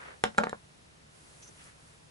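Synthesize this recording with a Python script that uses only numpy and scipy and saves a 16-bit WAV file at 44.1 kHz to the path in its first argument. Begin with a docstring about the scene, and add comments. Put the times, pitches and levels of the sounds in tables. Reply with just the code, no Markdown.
"""A quiet, furnished room, a stereo microphone close to a small plastic bottle.
Clothes rustle as an arm swings in. At 0.24 s a flat board lands on the bottle with a sharp knock:
the board rings, the plastic cracks. It drops again and rocks to rest in softer taps by 0.55 s.
From 1.1 s a hand slides off with a faint hiss and two squeaks of skin, and the sleeve rustles
as the arm draws back, leaving the air and low hum of the room."""
import sys
import numpy as np
from scipy import signal
from scipy.fft import rfft, irfft, next_fast_len
from scipy.io import wavfile

SR = 44100
rng = np.random.default_rng(int(sys.argv[2]) if len(sys.argv) > 2 else 0)


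def wav_record(signal):
    """Record a signal, one row per channel, as 16-bit PCM in the file named by sys.argv[1]."""
    frames = np.transpose(np.atleast_2d(signal))
    bounded = np.clip(frames, -1, 1)
    # unit amplitude maps onto the largest positive 16-bit level
    quanta = np.round(bounded * 32767).astype(np.int16)
    wavfile.write(sys.argv[1], SR, quanta)


N = 92610

# Board meeting bottle, close to the microphone; the spot struck stresses one pitch of the clack:
# (time [s], level [dB], hardness [Hz], crack gain [dB], crack top [Hz], clack pitch [Hz],
#  clack gain [dB], board ring gain [dB], room send [dB])
CONTACT_HITS = [(0.2388, 15, 2440, -7, 8450, 860, 1.5, -1.5, 2),
                (0.2395, 2, 3060, -19, 4470, 3290, 10.5, -9, -5),
                (0.2413, 9, 1510, -39, 5000, 1490, -9, -2, -4),
                (0.2463, -3, 1440, -11, 4000, 424, -22, -4, -2),
                (0.3480, -15.5, 2130, -12, 9000, 1890, 2, -1, -2),
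                (0.3773, -8.5, 1520, -4.5, 9000, 1300, -11, 2, 1),
                (0.3821, 12.5, 1850, -10, 6900, 1300, -1, 1, -8.5),
                (0.3858, 9, 1940, -11, 6600, 1360, 15, 0.5, -4.5),
                (0.3870, 7.5, 1800, -18, 5000, 824, 14, 5, 3),
                (0.3915, -1, 1150, -6.5, 9000, 592, 18, -24, 11),
                (0.4361, 11.5, 1980, -18, 4430, 2130, -1.5, -5.5, -14),
                (0.4403, 9, 1440, -14.5, 4600, 900, -20, -10, 0),
                (0.4699, 9, 1550, -34, 3000, 1720, -1.5, -10.5, -0.5),
                (0.4948, -7, 1760, -5.5, 10600, 1756, 11.5, -9, 0.5),
                (0.5295, 9, 1160, -47, 4000, 950, -14, -15, -9),
                (0.5314, -3, 1180, -33, 4000, 1550, 7.5, -18, 3)]
def landing():
    """The board lands and rocks; each contact arrives directly and through the room."""
    knocks = np.array([knock(*contact[:-1]) for contact in CONTACT_HITS])
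    room_sends = from_db([contact[-1] for contact in CONTACT_HITS])
    return near_field(knocks.sum(axis=0)) + room(room_sends @ knocks)


# Modes of the board resting on the bottle: (frequency [Hz], gain [dB])
BOARD_MODES = [(150, -9), (181, 4.5), (217, 8.5), (262, -3), (392, -3.5), (446, -11.5), (477, 2.5),
               (569, 11), (751, 1.5), (886, -1), (1046, -10), (1194, -19), (1418, 8), (1582, 1), (1803, -9),
               (1989, -28)]
BOARD_T60_S, BOARD_T60_AT_HZ, DAMPING_SLOPE = .21, 200, .45
PUSH_DB, PUSH_LOW_HZ, CLACK_T60_S = -1, 420, .02
THUD_DB, THUD_BAND_HZ = -26, [55, 110]
def knock(s, db, hard_hz, crack_db, top_hz, clack_hz, clack_db, ring_db):
    """One contact: a rounded push rings the board, with a clack, a floor thud and a crack of plastic."""
    click = impulse(s, db)
    force = cut(click, hard_hz, "low", order=4)
    push = from_db(PUSH_DB) * cut(force, PUSH_LOW_HZ, "high", order=1)
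    clack = from_db(clack_db) * resonate(cut(click, 2 * clack_hz, "low"), clack_hz, CLACK_T60_S)
    thud = from_db(THUD_DB) * cut(force, THUD_BAND_HZ, "band")
    t60s = [BOARD_T60_S * (BOARD_T60_AT_HZ / hz) ** DAMPING_SLOPE for hz, _ in BOARD_MODES]
    board = from_db(ring_db) * ring(force, BOARD_MODES, t60s)
    return push + clack + thud + board + from_db(crack_db) * crack(click, top_hz)


# High modes of the plastic bottle: (frequency [Hz], gain [dB])
BOTTLE_MODES = [(2470, -4), (3270, 1.5), (3760, 2.5), (4060, 0), (5450, -15.5), (6250, -8), (7350, 0),
                (8600, -13.5)]
BOTTLE_T60_S, SNAP_DB, SNAP_LOW_HZ = .016, -10, 2600
CRUNCH_DB, CRUNCH_T60_S = -5.5, .0057
def crack(click, top_hz):
    """The plastic snaps and crunches for a moment, which rings its high modes."""
    t = np.arange(SR // 20) / SR
    crunch = rng.standard_normal(len(t)) * np.exp(-np.log(1000) * t / CRUNCH_T60_S)
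    crunch /= np.linalg.norm(crunch)
    snap = click + from_db(CRUNCH_DB) * signal.fftconvolve(click, crunch)[:N]
    snap = cut(cut(snap, SNAP_LOW_HZ, "high", order=1), top_hz, "low")
    return from_db(SNAP_DB) * snap + ring(snap, BOTTLE_MODES, [BOTTLE_T60_S] * len(BOTTLE_MODES))


def ring(force, modes, t60s, scatter_db=2.5):
    """Every mode answers each contact with a slightly different strength."""
    offsets = scatter_db * rng.standard_normal(len(modes))
    return sum(from_db(db + offset) * resonate(force, hz, t60)
               for (hz, db), t60, offset in zip(modes, t60s, offsets))


# Reflections off nearby surfaces: (delay [s], gain [dB])
REFLECTIONS = [(.0024, -16.5), (.0041, -14.5), (.0067, -19), (0.0144, -20.5), (.0172, -18.5),
               (.0235, -26.5), (.0272, -25.5)]
# The knocks across the microphone pair: (frequency [Hz], lead of the left side [rad])
LEFT_PHASE_LEAD = [(60, 0.19), (200, 0.75), (430, 1.02), (1120, 1.8), (3270, 1.64), (4900, 0.49),
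                   (9000, 0.81), (11500, 0.16)]
def near_field(x):
    """Direct sound and near reflections, reaching the left microphone first."""
    size = next_fast_len(2 * N)
    hz = np.arange(size // 2 + 1) * SR / size
    echoes = sum(from_db(db) * np.exp(-2j * np.pi * hz * s) for s, db in REFLECTIONS)
    left = rfft(x, size) * (1 + echoes)
    right = left * np.exp(-1j * at_hz(LEFT_PHASE_LEAD, hz))
    return irfft([left, right], size)[:, :N]


# Reverberation of the furnished room: (frequency [Hz], band gain [dB])
REVERB_COLOUR = [(60, -24), (130, -14.5), (220, -10.5), (330, -8), (600, -8), (1400, -11.5), (2500, -12.5),
                 (4200, -4.5), (7000, -18), (11000, -20.5)]
# How long it lingers: (frequency [Hz], time to fall by 60 dB [s])
REVERB_T60 = [(100, 0.203), (500, 0.12), (1500, 0.19), (4000, 0.15), (11000, 0.31)]
REVERB_DELAY_S, REVERB_BUILD_S = .0037, .0071
def room(x):
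    """A short reverberation builds up and dies band by band."""
    t = np.arange(SR // 2) / SR
    build = np.clip((t - REVERB_DELAY_S) / REVERB_BUILD_S, 0, 1)
    response = 0
    for hz, band in diffuse_bands(len(t)):
        decay = build * np.exp(-np.log(1000) * t / at_hz(REVERB_T60, hz))
        response += from_db(at_hz(REVERB_COLOUR, hz)) * band * decay / np.linalg.norm(decay)
    return signal.fftconvolve(x[None], response, axes=1)[:, :N]


# Clothes on the moving arm: (peak time [s], rise [s], fall [s], level [dB], centre [Hz])
CLOTH_SWISHES = [(0.059, .09, 0.056, -46.5, 1204), (.075, 0.097, 0.067, -52, 620),
                 (1.38, 0.069, .15, -68, 483), (1.428, .004, .01, -59.5, 2500),
                 (1.493, 0.0035, 0.0069, -54, 424), (1.61, 0.021, 0.016, -56.5, 2030),
                 (1.681, 0.017, 0.029, -56, 1430), (1.9, 0.056, .15, -83, 604)]
CLOTH_BAND_RATIO, CLOTH_ROUGH_DB, CLOTH_GRAIN_HZ = 1.576, 1.5, 85
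def cloth():
    """Fabric rubs in soft, slightly grainy swishes."""
    grain = from_db(CLOTH_ROUGH_DB * rms_one(cut(rng.standard_normal(N), CLOTH_GRAIN_HZ, "low")))
    rub = grain * sum(band for _, band in diffuse_bands(N))
    rustle = 0
    for s, rise, fall, db, hz in CLOTH_SWISHES:
        swish = rms_one(cut(rub, [hz / CLOTH_BAND_RATIO, hz * CLOTH_BAND_RATIO], "band"))
        rustle += from_db(db) * swell(s, rise, fall) * swish
    return rustle


# Friction hiss of the hand, faint at the microphone: (time [s], level [dB])
HISS_LEVEL = [(0, -62), (.2, -65), (1.09, -74), (1.15, -60.5), (1.3, -57.5), (1.45, -57), (1.54, -58.5),
              (1.66, -53.5), (1.74, -65), (1.88, -60), (2.1, -71)]
# Its spectrum: (frequency [Hz], relative density [dB])
HISS_COLOUR = [(100, 0.5), (1500, 0.5), (4000, -7.5), (7000, -4.5), (10000, -4)]
# The skin catching: (peak time [s], rise [s], fall [s], level [dB])
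SKIN_SQUEAKS = [(1.428, .004, 0.021, -52.5), (1.478, 0.0076, 0.012, -55.5)]
# A tiny tick as the hand comes away: (time [s], level before filtering [dB])
RELEASE_TICKS = [(1.642, -28)]
SQUEAK_HZ, SQUEAK_T60_S, TICK_LOW_HZ = 5980, .002, 4970
def sliding_hand():
    """Skin hisses as it slides, whistles softly where it catches and lets go with a tick."""
    hiss = from_db(np.interp(np.arange(N) / SR, *np.transpose(HISS_LEVEL))) * noise(HISS_COLOUR)
    whistle = resonate(noise(HISS_COLOUR), SQUEAK_HZ, SQUEAK_T60_S)
    whistle = rms_one(resonate(whistle, SQUEAK_HZ, SQUEAK_T60_S))
    catches = sum(from_db(db) * swell(s, rise, fall) for s, rise, fall, db in SKIN_SQUEAKS)
    tick = cut(sum(impulse(s, db) for s, db in RELEASE_TICKS), TICK_LOW_HZ, "high")
    return hiss + whistle * catches + tick


# Air of the room, all around the microphone: (frequency [Hz], relative density [dB])
AIR_COLOUR = [(25, -16.5), (60, -11.5), (110, -8.5), (170, -7), (250, -15.5), (450, -14), (900, -16.5),
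              (2000, -20), (5000, -25), (11000, -31)]
# Hum, the same on both sides: (frequency [Hz], rms level [dB])
HUM_TONES = [(68, -70.5), (108, -71.5), (150, -70.5)]
AIR_DB = -58
def room_tone():
    """Steady air noise and a low hum."""
    t = np.arange(N) / SR
    hum = sum(from_db(db) * np.sqrt(2) * np.sin(2 * np.pi * (hz * t + rng.random()))
              for hz, db in HUM_TONES)
    return from_db(AIR_DB) * noise(AIR_COLOUR) + hum


# Diffuse sound at the microphone pair: (frequency [Hz], left-right correlation [-1 to 1])
STEREO_CORRELATION = [(60, 0.53), (130, 0.63), (270, 0.28), (570, -0.33), (1200, -0.48), (2540, -0.38),
                      (5370, 0.26), (11400, 0.72)]
def diffuse_bands(size):
    """Sound from all sides: yields the centre frequency and stereo noise of each half octave."""
    edges = 22 * 2 ** np.arange(0, 10, .5)
    white = rng.standard_normal((2, 2, size + SR // 4))
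    for k, (low, high) in enumerate(zip(edges, edges[1:])):
        mid, side = cut(white[k % 2], [low, high], "band")[:, -size:]  # neighbours are independent
        hz = np.sqrt(low * high)
        alike = at_hz(STEREO_CORRELATION, hz)
        yield hz, (np.sqrt(1 + alike) * mid + np.sqrt(1 - alike) * side * [[1], [-1]]) / np.sqrt(2)


def noise(colour):
    """Diffuse noise of a given spectrum, unit power."""
    return rms_one(sum(from_db(at_hz(colour, hz)) * band for hz, band in diffuse_bands(N)))


def impulse(s, db):
    """A single click."""
    click = np.zeros(N)
    click[int(s * SR)] = -from_db(db)
    return click


def swell(s, rise, fall):
    """A smooth bump peaking at time s."""
    t = np.arange(N) / SR - s
    return np.exp(-.5 * (t / np.where(t < 0, rise, fall)) ** 2)


def resonate(x, hz, t60):
    """A resonance with gain 1 at its top."""
    radius = np.exp(-np.log(1000) / (t60 * SR))
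    feedback = [1, -2 * radius * np.cos(2 * np.pi * hz / SR), radius ** 2]
    return signal.lfilter(np.array([1, 0, -1]) * (1 - radius ** 2) / 2, feedback, x + 1e-18)


def cut(x, hz, kind, order=2):
    """Butterworth filter."""
    return signal.sosfilt(signal.butter(order, hz, kind, fs=SR, output="sos"), x + 1e-18)


def at_hz(points, hz):
    """Read a table on a log-frequency axis."""
    frequencies, values = np.transpose(points)
    return np.interp(np.log(np.maximum(hz, 1)), np.log(frequencies), values)


def from_db(db):
    """Decibels to gain."""
    return 10 ** (np.asarray(db) / 20)


def rms_one(x):
    """Scale to unit power."""
    return x / np.sqrt(np.mean(x ** 2) + 1e-20)


def scene():
    """The landing up front, the small sounds of the person and the room behind it."""
    return landing() + cloth() + sliding_hand() + room_tone()


CUTOFF_HZ = 11050
def record(dry):
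    """The microphone signal, its top cut steeply."""
    return signal.sosfiltfilt(signal.ellip(10, .1, 50, CUTOFF_HZ, fs=SR, output="sos"), dry)


dry = scene()
out = record(dry)
wav_record(out)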